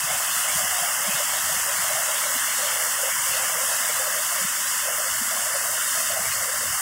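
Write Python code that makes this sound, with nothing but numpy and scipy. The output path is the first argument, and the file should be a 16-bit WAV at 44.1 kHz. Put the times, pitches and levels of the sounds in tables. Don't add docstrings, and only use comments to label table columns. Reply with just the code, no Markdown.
import sys
import numpy as np
from scipy import signal
from scipy.fft import rfft, irfft, next_fast_len
from scipy.io import wavfile
from scipy.ndimage import uniform_filter1d

SR = 44100
rng = np.random.default_rng(int(sys.argv[2]) if len(sys.argv) > 2 else 0)


def dump(signal):
    limited = np.clip(np.atleast_2d(signal).T, -1, 1)
    pcm = np.round(limited * 32767).astype(np.int16)
    wavfile.write(sys.argv[1], SR, pcm)


N = 300321
TIME = np.arange(N) / SR


def undb(db):
    return 10 ** (np.asarray(db) / 20)


def unit(x):
    return x / np.sqrt(np.mean(x ** 2) + 1e-18)


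def curves(table):
    s, *columns = np.transpose(table)
    return [np.interp(TIME, s, column) for column in columns]


def envelope(start_s, length_s, attack_s, release_s):
    end_s = start_s + length_s
    return np.interp(TIME, [start_s - attack_s, start_s, end_s, end_s + release_s], [0, 1, 1, 0])


def walk(rate_hz):
    knots = rng.standard_normal(2048)
    path = np.interp(TIME * rate_hz, np.arange(len(knots)), knots)
    return unit(uniform_filter1d(path, 256))


def colour(x, spectrum):
    size = next_fast_len(N)
    hz, db = np.transpose(spectrum)
    bins_hz = np.maximum(np.fft.rfftfreq(size, 1 / SR), 1)
    gain = undb(np.interp(np.log(bins_hz), np.log(hz), db, left=-120, right=-120))
    return unit(irfft(rfft(x, size) * gain, size)[:N])


def bells(x, bumps):
    hz, s, frames = signal.stft(x, SR, nperseg=1024)
    for centre_hz, half_width_hz, db in bumps:
        distance = (hz[:, None] - np.interp(s, TIME, centre_hz)) / half_width_hz
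        frames = frames * undb(np.interp(s, TIME, db) * np.exp(-distance ** 2))
    return signal.istft(frames, SR)[1][:N]


def add(out, s, sound):
    i = int(np.clip(s * SR, 0, N - 1))
    out[i:i + len(sound)] += sound[:N - i]


def churn(lo_hz, hi_hz, flicker_db, rate_hz, count):
    edges_hz = np.geomspace(lo_hz, min(hi_hz, .45 * SR), count + 1)
    out = 0
    for band_hz in zip(edges_hz, edges_hz[1:]):
        bandpass = signal.butter(2, band_hz, "bandpass", fs=SR, output="sos")
        noise = signal.sosfilt(bandpass, rng.standard_normal(N))
        out = out + noise * undb(flicker_db * walk(rate_hz))
    return unit(out)


def bubbles(lo_hz, hi_hz, cycles, spread_db, glide, count):
    when, pitch, loud, sign = rng.random((count, 4)).T[:, :, None]
    hz = lo_hz + (hi_hz - lo_hz) * pitch
    loudness = undb(-spread_db * np.log(1 - .99 * loud))
    size = loudness * np.sign(sign - .5) * np.sqrt(hz)
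    n = np.arange(int(cycles * SR / lo_hz) + 2)
    age = n * hz / SR / cycles
    decay = np.exp(-np.log(1000) * age)
    phase = 2 * np.pi * cycles * age * (1 + glide * np.minimum(age, 1) / 2)
    ring = size * decay * np.sin(phase)
    place = (when * N).astype(int) + n
    return unit(np.bincount(place.ravel(), ring.ravel(), N)[:N])


# start t/s, length/s, level before SURGE_GAIN_DB/dB, air-pocket note f/Hz
WAVE_SURGES = [(0.079, 0.081, -36, 686), (0.207, 0.078, -39, 735), (0.356, 0.048, -37, 720),
               (0.44, 0.068, -35, 676), (0.594, 0.31, -36, 740), (0.974, 0.24, -35, 625),
               (1.29, 0.091, -36.5, 666), (1.45, 0.166, -38, 704), (1.654, 0.086, -36, 605),
               (1.769, 0.038, -41, 700), (1.833, 0.32, -35, 683), (2.24, 0.076, -37, 620),
               (2.32, 0.06, -41.5, 600), (2.48, 0.048, -41, 696), (2.58, 0.047, -36.5, 577),
               (2.652, 0.25, -34.5, 580), (2.995, 0.093, -31.5, 600), (3.276, 0.47, -33.5, 627),
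               (3.77, 0.062, -39, 630), (3.858, 0.044, -33, 610), (3.964, 0.076, -36, 609),
               (4.057, 0.154, -38, 630), (4.221, 0.036, -43, 630), (4.317, 0.088, -37.5, 630),
               (4.853, 0.086, -35.5, 567), (4.99, 0.088, -36.5, 640), (5.322, 0.066, -35, 660),
               (5.38, 0.052, -37.5, 654), (5.473, 0.091, -35, 632), (5.626, 0.15, -37.5, 593),
               (5.96, 0.082, -37, 642), (6.107, 0.146, -34, 705), (6.363, 0.2, -35.5, 607),
               (6.616, 0.032, -36.5, 634), (6.743, 0.027, -39, 716)]
# f/Hz, gain/dB
GURGLE_FILTER = [(330, -48), (410, -11), (470, -7), (530, -2.5), (620, 0), (720, 0.5), (850, 3.5),
                 (1000, -58)]
SURGE_ATTACK_S, SURGE_RELEASE_S, SURGE_GAIN_DB = 0.026, 0.036, -2.5
SIMMER_DB = -48
NOTE_HALF_WIDTH_HZ, NOTE_LIFT_DB, NOTE_OFFSET_HZ = 123, 11, -30


def standing_wave():
    power = undb(SIMMER_DB) ** 2
    notes = []
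    for s, length_s, db, hz in WAVE_SURGES:
        surge = undb(db + SURGE_GAIN_DB) * envelope(s, length_s, SURGE_ATTACK_S, SURGE_RELEASE_S)
        power = power + surge ** 2
        notes.append((s + length_s / 2, hz))
    note_hz, = curves(notes)
    pockets = bubbles(443.4, 875.0, cycles=65, spread_db=3.5, glide=0.18, count=1500)
    wash = churn(333, 1030, flicker_db=1.5, rate_hz=14, count=6)
    gurgle = colour(pockets + undb(-3) * wash, GURGLE_FILTER)
    lift_db = NOTE_LIFT_DB + 0.51 * walk(17)
    gurgle = bells(gurgle, [(note_hz + NOTE_OFFSET_HZ, NOTE_HALF_WIDTH_HZ, lift_db)])
    return unit(gurgle) * np.sqrt(power)


# f/Hz, gain/dB
ROAR_FILTER = [(620, -31), (760, -9.5), (870, -5.5), (1000, -0.2), (1300, 0), (1800, 1), (2150, -1),
               (2500, -2), (3000, -32)]
SPLASH_FILTER = [(1900, -15.5), (2350, 10.5), (2650, 2.5), (2950, 3), (3500, -0.5), (4100, -6), (4700, -28)]


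def rapids(roar_db, splash_db):
    roar = churn(595, 3224, flicker_db=.5, rate_hz=26, count=8)
    roar = roar + undb(-5) * bubbles(781, 2410, cycles=17, spread_db=2.5, glide=0.18, count=9000)
    splash = churn(1797, 5150, flicker_db=2.0, rate_hz=28, count=8)
    splash = splash + undb(-7.0) * bubbles(2380, 3900, cycles=12, spread_db=2.0, glide=0.11, count=6000)
    roar = colour(roar, ROAR_FILTER) * undb(roar_db)
    return roar + colour(splash, SPLASH_FILTER) * undb(splash_db + 0.76 * walk(7.8))


# start t/s, length/s, lift of the hiss level/dB
SPRAY_BURSTS = [(0.37, .05, 0.8), (0.548, 0.065, 1.2), (3.262, 0.038, 1), (3.616, 0.063, 0.6),
                (5.87, 0.13, 1)]
# f/Hz, gain/dB
SPRAY_FILTER = [(3400, -16), (4200, -7), (5100, -4.5), (6200, -3.5), (7540, 0), (9400, -2), (11000, -5.5),
                (13300, -7.5), (16000, -5.5)]
BURST_ATTACK_S, BURST_RELEASE_S = 0.025, 0.053


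def spray(level_db):
    lift_db = sum(db * envelope(s, length_s, BURST_ATTACK_S, BURST_RELEASE_S)
                  for s, length_s, db in SPRAY_BURSTS)
    foam = churn(3110, 18840, flicker_db=0.68, rate_hz=26, count=9)
    droplets = bubbles(6300, 11800, cycles=9.6, spread_db=2.0, glide=.1, count=11000)
    hiss = colour(foam + undb(-8.0) * droplets, SPRAY_FILTER)
    return hiss * undb(level_db + lift_db + 0.21 * walk(36))


# mean f/Hz, half width/Hz, depth before waver/dB,
# added depth at full turn before waver/dB, waver of depth (rms of its natural log)
RUSH_HOLLOWS = [(864, 75, 0, -8, 0.69), (2398, 154, -27, -8, 0.22), (3314, 92, -3, -8, 0.62),
                (3720, 103, -13, -6.5, 0.77), (3980, 60, -27, -9, 0.65), (4124, 114, -13, -18, 0.26),
                (4510, 120, -7.5, 2, 0.53)]
# start t/s, length/s, level change/dB
BAND_DIPS = [(0.88, 0.088, -8), (3.13, .08, -7), (3.48, 0.17, -7), (4.88, 0.048, -8)]
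BAND_HZ, BAND_HALF_WIDTH_HZ, BAND_DB, BAND_WAVER_DB = 4090, 650, 0.5, 1.5
DIP_FADE_S = 0.087
HOLLOW_WANDER = 0.018


def swish(rush, turn):
    dips_db = sum(db * envelope(s, length_s, DIP_FADE_S, DIP_FADE_S) for s, length_s, db in BAND_DIPS)
    band_hz = BAND_HZ + 40 * walk(12)
    band_db = BAND_DB + BAND_WAVER_DB * walk(14) + dips_db
    bumps = [(band_hz, BAND_HALF_WIDTH_HZ, band_db)]
    for hz, half_width_hz, depth_db, turn_db, waver in RUSH_HOLLOWS:
        centre_hz = hz * (1 + HOLLOW_WANDER * walk(30))
        hollow_db = (depth_db + turn_db * turn) * np.exp(waver * walk(24))
        bumps.append((centre_hz, half_width_hz, hollow_db))
    return bells(rush, bumps)


# start t/s, length/s, level before SWELL_GAIN_DB/dB
RUMBLE_SWELLS = [(0.035, 0.11, -50), (0.549, 0.15, -49), (1.14, 0.038, -51), (1.44, 0.064, -52),
                 (1.564, 0.172, -52), (3.301, 0.054, -49), (5.115, 0.063, -49), (6.124, 0.27, -49),
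                 (6.567, 0.197, -50.5)]
# t/s, peak level/dB, f/Hz, length/s
LOW_THUMPS = [(0.03, -39, 152, 0.031), (0.104, -38, 152, 0.021), (0.548, -32, 167, 0.028),
              (0.63, -37, 198, 0.023), (0.805, -41, 169, 0.038), (1.074, -31, 197, 0.034),
              (1.138, -37, 140, 0.026), (1.491, -42, 165, 0.062), (1.556, -40, 190, 0.026),
              (1.78, -42, 173, 0.037), (2.347, -37, 259, 0.033), (4.395, -42, 179, 0.062),
              (4.44, -33, 179, 0.022), (5.204, -34, 237, 0.031), (6.19, -39, 187, 0.034),
              (6.255, -44, 119, 0.059)]
# f/Hz, gain/dB
RUMBLE_FILTER = [(15, -47), (25, -24), (71, 1), (171, -5), (233, -3), (343, -12), (380, -13), (490, -27),
                 (840, -120)]
SWELL_ATTACK_S, SWELL_RELEASE_S, SWELL_GAIN_DB = 0.027, .07, -2
RUMBLE_DB, BODY_DB = -61, -55.0


def rumble():
    swells = sum(undb(db + SWELL_GAIN_DB) * envelope(s, length_s, SWELL_ATTACK_S, SWELL_RELEASE_S)
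                 for s, length_s, db in RUMBLE_SWELLS)
    deep = colour(churn(17, 167, flicker_db=2.0, rate_hz=20, count=3), RUMBLE_FILTER)
    deep = deep * np.hypot(undb(RUMBLE_DB + 1.3 * walk(8)), swells)
    body = colour(churn(115, 503, flicker_db=2.5, rate_hz=16, count=3), RUMBLE_FILTER) * undb(BODY_DB)
    out = deep + body
    for s, db, hz, length_s in LOW_THUMPS:
        t = np.arange(int(length_s * SR)) / SR
        arch = np.sin(np.pi * t / length_s) ** 2
        add(out, s, undb(db) * arch * np.sin(2 * np.pi * (hz * t + rng.random())))
    return out


# start t/s, rms level at the arch's top/dB, centre f/Hz, length/s
TOPPLING_CRESTS = [(3.296, -36, 2780, 0.075), (6.09, -35, 2960, 0.061), (6.28, -35, 2720, 0.079)]


def crests():
    out = np.zeros(N)
    for s, db, hz, length_s in TOPPLING_CRESTS:
        arch = np.hanning(int(length_s * SR))
        bandpass = signal.butter(2, [hz - 250, hz + 250], "bandpass", fs=SR, output="sos")
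        noise = unit(signal.sosfilt(bandpass, rng.standard_normal(SR)))
        add(out, s, undb(db) * arch * noise[:len(arch)])
    return out


# t/s, level/dB
WATER_FLOW = [(0.03, -24.5), (0.44, -24), (3.47, -24), (3.73, -23.5), (4.6, -24.5), (6.04, -24.5),
              (6.73, -25), (6.75, -24.5)]
# t/s, share of the turn (0-1)
MIC_TURN = [(0, 0.1), (2.7, 0.0), (4.0, 0.35), (4.8, 0.42), (6.81, 1.0)]
ROAR_DB, SPLASH_DB, SPRAY_DB = -6, -6.5, -1.02
TURN_ROAR_DB, TURN_SPLASH_DB = -0.5, -4.0


def scene():
    flow_db, = curves(WATER_FLOW)
    turn, = curves(MIC_TURN)
    roar_db = flow_db + ROAR_DB + TURN_ROAR_DB * turn
    splash_db = flow_db + SPLASH_DB + TURN_SPLASH_DB * turn
    rush = standing_wave() + rapids(roar_db, splash_db) + spray(flow_db + SPRAY_DB)
    creek = swish(rush, turn) + crests() + rumble()
    return np.array([creek, creek])


TOP_HZ = 15720


def record(dry):
    lowpass = signal.ellip(12, .1, 80, TOP_HZ, fs=SR, output="sos")
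    return signal.sosfilt(lowpass, dry)


dry = scene()
out = record(dry)
dump(out)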